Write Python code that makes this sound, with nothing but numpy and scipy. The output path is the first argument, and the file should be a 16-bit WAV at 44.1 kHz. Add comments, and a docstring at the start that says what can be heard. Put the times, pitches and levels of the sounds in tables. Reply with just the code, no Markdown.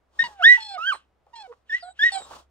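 """Furnished room: a small dog whimpers close by.
Sine partials make its voice, flipping between piercing, nearly pure squeaks and nasal whines an octave lower;
a thin whistle rides on the whines and noise bursts ring as creaks. Shaped noise gives nose air and the soft
contacts of snuffling at a bag. Faint floor noise and a low hum stay underneath."""
import sys
import numpy as np
from scipy import signal
from scipy.fft import rfft, irfft, next_fast_len
from scipy.io import wavfile
from scipy.ndimage import uniform_filter1d, minimum_filter1d, map_coordinates

SR = 44100
rng = np.random.default_rng(int(sys.argv[2]) if len(sys.argv) > 2 else 0)


def inscribe(sig):
    """Save sig as 16-bit PCM at rate SR to the path in sys.argv[1].

    A 1-D sig is mono; a 2-D sig holds one channel per row.
    Samples are clipped to [-1, 1] before scaling.
    """
    pcm = np.round(np.clip(np.atleast_2d(sig).T, -1, 1) * 32767)
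    wavfile.write(sys.argv[1], SR, pcm.astype(np.int16))


N = 110250
T = np.arange(N) / SR


def amp(db):
    """Amplitude factor of a level in dB."""
    return 10 ** (np.asarray(db) / 20)


def unit(x):
    """x scaled to rms 1."""
    return x / np.sqrt(np.mean(x ** 2) + 1e-20)


def along(points, hz):
    """(Hz, value) points interpolated on a log frequency axis."""
    f, v = np.transpose(points)
    return np.interp(np.log(hz + 1), np.log(f + 1), v)


def wobble(rate_hz):
    """Smooth random curve, rate_hz knots a second."""
    knots = rng.standard_normal(int(N * rate_hz / SR) + 4)
    return map_coordinates(knots, [T * rate_hz])


def puff(peak_s, half_s):
    """Bell-shaped swell; half_s runs from the peak to 1/e."""
    return np.exp(-((T - peak_s) / half_s) ** 2)


def filtered(x, response):
    """x times a complex response of frequency."""
    m = next_fast_len(N + SR // 2)
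    return irfft(rfft(x, m) * response(np.fft.rfftfreq(m, 1 / SR)), m)[..., :N]


def resonance(x, hz, width_hz):
    """One causal resonance, applied twice for steep skirts."""
    def response(f):
        damping = 1j * f * width_hz
        return (damping / (hz * hz - f * f + damping)) ** 2
    return filtered(x, response)


def noise(colour, apart):
    """Coloured stereo noise of rms 1; apart is the part that each side has to itself."""
    white = rng.standard_normal(N) + apart * rng.standard_normal((2, N))
    return unit(filtered(white, lambda f: amp(along(colour, f))))


def panned(x, pan_db):
    """Left and right, pan_db apart, with the mean amplitude kept."""
    gains = amp([[pan_db / 2], [-pan_db / 2]])
    return x * gains / gains.mean()


def blurred(phase):
    """A partial roughened by turbulence: random phase unrest, different on each side."""
    unrest_rad, unrest_hz = 0.29, 712.4
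    return np.sin(phase + unrest_rad * np.array([wobble(unrest_hz), wobble(unrest_hz)]))


def call(rows, jitter, shimmer_db):
    """Pitch, phase and one gain per level column of a call; the source is unsteady in pitch and level."""
    edge_s = .0065  # fades lie outside the first and last row
    s, hz, *levels = np.transpose(rows)
    glide_hz = uniform_filter1d(np.interp(T, s, hz), size=400)
    hz = glide_hz * (1 + jitter * (wobble(100) + wobble(600)))
    phase = 2 * np.pi * np.cumsum(hz) / SR
    ramp = np.clip(np.minimum(T - s[0], s[-1] - T) / edge_s + 1, 0, 1)
    gate = np.sqrt(2) * np.sin(ramp * np.pi / 2) ** 2  # sqrt(2): sine levels are rms
    gains = [gate * amp(np.interp(T, s, db) + shimmer_db * wobble(120)) for db in levels]
    return hz, phase, gains


def background():
    """Quiet room noise and a low sine hum that fades and returns."""
    # hum: t/s, rms level/dB
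    hum_levels = [(0, -77.5), (.25, -65.5), (1.4, -77.5), (2.35, -65)]
    # room noise spectrum: f/Hz, relative level/dB
    floor_colour = [(90, -5.5), (200, -11), (700, -8.5), (2000, -21.5), (15000, -47)]
    hum_hz, floor_db = 66.5, -71
    hum_gain = amp(np.interp(T, *np.transpose(hum_levels)))
    hum = hum_gain * np.sqrt(2) * np.sin(2 * np.pi * hum_hz * T)
    return hum + amp(floor_db) * noise(floor_colour, apart=1.0)


def squeaks():
    """High register: strong fundamental, its octave, blurred upper overtones and a swell of raspy air."""
    # high squeaks, one curve each: t/s, pitch f/Hz, fundamental level/dB, octave level/dB
    curves = [
        [(.195, 1815, -18, -36), (.226, 1878, -19.5, -33)],
        [(.426, 1305, -27, -39), (.443, 1678, -13, -14.5), (.461, 1818, -7.5, -20), (.495, 1951, -6, -23),
         (.535, 1970, -13.5, -44.5), (.566, 1937, -19, -64)],
        [(.782, 1238, -33, -70.5), (.825, 1335, -32.5, -40.5), (.883, 1615, -22, -29), (.91, 1500, -25, -27),
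         (.933, 1082, -25.5, -51)],
        [(1.699, 1824, -33.5, -58.5), (1.712, 1696, -31, -47), (1.736, 1883, -21, -56.5),
         (1.782, 2030, -37, -55.5)],
        [(1.996, 1652, -25.5, -38), (2.026, 1750, -18, -33), (2.052, 1919, -12, -41.5), (2.092, 1893, -24, -40)],
    ]
    # each squeak: left minus right of the fundamental/dB, rasp peak level/dB
    tones = [(5.5, -42.5), (-3, -39), (-6.5, -50.5), (0, -49), (0, -41)]
    # upper overtones by frequency: f/Hz, level/dB re capped fundamental
    overtone_colour = [(5400, -29.5), (8000, -42.5), (9700, -58.5), (11800, -47), (15000, -63)]
    # rasp spectrum: f/Hz, relative level/dB
    rasp_colour = [(400, -41), (1500, -5.5), (2300, -9), (2900, 1), (4300, -14), (8000, -21.5),
                   (13000, -40.5)]
    rasp_peak, rasp_half = 0.68, 0.59  # fractions of the call length
    overtone_cap_db = -8  # the gain driving the overtones grows no further
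    out = 0
    for rows, (pan_db, rasp_db) in zip(curves, tones):
        hz, phase, (gain, octave_gain) = call(rows, jitter=0.0016, shimmer_db=2.68)
        fundamental = gain * panned(np.sin(phase), pan_db)
        octave = octave_gain * np.sin(2 * phase)
        upper = sum(amp(along(overtone_colour, k * hz)) * blurred(k * phase) for k in range(3, 10))
        overtones = np.minimum(gain, amp(overtone_cap_db)) * upper
        start_s, end_s = rows[0][0], rows[-1][0]
        length_s = end_s - start_s
        swell = amp(rasp_db) * puff(start_s + rasp_peak * length_s, rasp_half * length_s)
        rasp = swell * noise(rasp_colour, apart=0.23)
        out = out + fundamental + octave + overtones + rasp
    return out


def bumps():
    """Soft, dull contacts: resonant noise with a sudden onset and exponential decay."""
    # contacts: t/s, level at onset/dB, resonance f/Hz
    contacts = [(0.233, -49, 150.7), (1.267, -55, 648)]
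    t60_s = 0.16
    out = 0
    for s, db, hz in contacts:
        decay = amp(db - 60 * np.abs(T - s) / t60_s) * (T > s)
        out = out + decay * unit(resonance(rng.standard_normal(N), hz, 0.5 * hz))
    return out


def whistles(folds):
    """A second, very high oscillator in the nose; the whine's fold motion puts sidebands on it."""
    # thin whistles, one curve each: t/s, pitch f/Hz, level before shaking and nose/dB
    curves = [
        [(.238, 4595, -48.5), (.268, 4460, -46.5)],
        [(.607, 4284, -44.5), (.752, 4220, -47)],
        [(.93, 4172, -44), (.985, 4030, -68)],
        [(1.358, 4197, -58), (1.425, 4260, -56.5)],
        [(1.8, 5200, -54.5), (1.832, 4440, -50), (1.855, 4000, -62.5), (1.925, 3860, -64.5)],
        [(2.122, 4500, -41.5), (2.148, 4120, -40), (2.168, 3980, -51), (2.255, 3753, -56.5)],
    ]
    # each whistle: octave level/dB re fundamental before the nose, depth of shaking by the whine
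    tones = [(-12, 0.66), (-18.5, 1.0), (-6, .5), (-16.5, 1.37), (-8, 0.6), (-5.5, 1.03)]
    # nose response: f/Hz, gain/dB
    nose = [(3400, 4), (6000, -3), (7800, 10.5), (10000, -25)]
    out = 0
    for rows, (octave_db, depth) in zip(curves, tones):
        hz, phase, (gain,) = call(rows, jitter=0.0054, shimmer_db=2.0)
        tone = blurred(phase) + amp(octave_db) * blurred(2 * phase)
        out = out + gain * tone * np.exp(depth * folds)
    return filtered(out, lambda f: amp(along(nose, f)))


def whines():
    """Low register with evenly fading overtones; also returns the fold motion that shakes the whistle."""
    # low whines, one curve each: t/s, pitch f/Hz, fundamental level/dB
    curves = [
        [(0.242, 968, -33.5), (0.272, 946.4, -34.5)],
        [(.29, 860, -50), (0.375, 792, -57), (0.41, 727, -27.5), (0.426, 678.5, -36)],
        [(0.58, 900, -37), (0.65, 858, -48.5), (.74, 771, -39), (0.772, 710, -31.5)],
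        [(1.335, 946.4, -47.5), (1.383, 911, -48), (1.468, 729, -44)],
        [(1.48, 503, -50.5), (1.522, 462, -42.5)],
        [(1.83, 701, -38.5), (1.91, 748, -44.5)],
        [(2.124, 779, -37.5), (2.174, 767.6, -29), (2.2, 756, -39)],
    ]
    # each whine: left minus right of the fundamental/dB, octave level/dB re fundamental,
    # fall per further overtone/dB
    tones = [(0, 0.5, 5.5), (-3.5, -10.5, 13.5), (-7.5, -13, 5), (-6.5, -13.5, 4), (-3, -18, 13.5),
             (-5.5, -12, 17.5), (-13, -17, 3), (-14, -16, 6)]
    out, folds = 0, 0
    for rows, (pan_db, octave_db, fall_db) in zip(curves, tones):
        hz, phase, (gain,) = call(rows, jitter=0.0041, shimmer_db=3.0)
        overtones = sum(amp(octave_db - fall_db * k) * blurred((k + 2) * phase) for k in range(6))
        out = out + gain * (panned(np.sin(phase), pan_db) + overtones)
        folds = folds + (gain > 0) * np.sin(phase)
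    return out, folds


def air():
    """Puffs of air through the dog's nose: coloured noise with fluttering flow."""
    # puffs: peak t/s, half width to 1/e/s, peak level before flutter/dB
    puffs = [(0.26, 0.081, -49.5), (.935, 0.038, -52), (1.439, 0.12, -64), (2.209, 0.08, -50.5),
             (2.345, 0.06, -46.5)]
    # air spectrum: f/Hz, relative level/dB
    air_colour = [(200, 1), (1100, 14), (2100, -7), (3200, 2), (8000, -5.5), (12000, -19)]
    flutter_db, flutter_hz = 1.5, 81
    flow = sum(amp(db) * puff(s, half_s) for s, half_s, db in puffs)
    return flow * amp(flutter_db * wobble(flutter_hz)) * noise(air_colour, apart=1.0)


def creaks():
    """The voice breaks up: uneven bursts of air ring the throat resonance."""
    # creaks: start t/s, length/s, level/dB before panning, resonance f/Hz
    breaks = [(0.769, 0.046, -47.5, 793), (0.935, 0.028, -37, 1024), (1.514, 0.027, -51, 1094),
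              (2.2, .028, -40, 580), (2.306, 0.018, -43.5, 810), (2.332, 0.015, -45, 1114)]
    width_hz, lump_db, lump_hz = 650, 4, 260
    out = 0
    for s, length_s, db, hz in breaks:
        bursts = rng.standard_normal(N) * amp(lump_db * wobble(lump_hz))
        progress = np.clip((T - s) / length_s, 0, 1)
        envelope = np.sqrt(np.abs(np.sin(np.pi * progress)))
        out = out + amp(db) * unit(resonance(bursts, hz, width_hz)) * envelope
    return panned(out, -6)


def room(x):
    """Direct sound, a few near surfaces and a short diffuse tail."""
    t60_s, tail_db, walls_db = 0.2, -21, -15
    left_lead_s, max_lead_rad = 0.00017, 1.744  # left hears the dog first; phase gap levels off in the treble
    t = T[:SR // 3]
    tail = rng.standard_normal((2, len(t))) * amp(-60 * t / t60_s) * (t > .005)
    walls = np.zeros_like(tail)
    for side in walls:
        delays_s = rng.uniform(.002, .018, size=8)
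        side[(SR * delays_s).astype(int)] = rng.standard_normal(8)
    answer = 0
    for db, h in [(tail_db, tail), (walls_db, walls)]:
        answer = answer + amp(db) * h / np.linalg.norm(h, axis=1, keepdims=True)

    def ear_phases(f):
        lead_rad = max_lead_rad * np.tanh(2 * np.pi * f * left_lead_s / max_lead_rad)
        return np.exp(1j * lead_rad / 2 * np.array([[1], [-1]]))

    direct = filtered(x, ear_phases)
    return direct + signal.fftconvolve(x.mean(0)[None], answer, axes=1)[:, :N]


def scene():
    """The dog's sounds in the room, over the background."""
    whine, folds = whines()
    dog = squeaks() + bumps() + whistles(folds) + whine + air() + creaks()
    return room(dog) + background()


def record(dry):
    """The recorder eases its gain down on the loudest peaks and keeps nothing above its band limit."""
    ceiling, top_hz = .9, 15800
    needed = ceiling / np.maximum(np.abs(dry).max(axis=0), ceiling)
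    gain = uniform_filter1d(minimum_filter1d(needed, size=600), size=500)
    return filtered(dry * gain, lambda hz: hz < top_hz)


dry = scene()
out = record(dry)
inscribe(out)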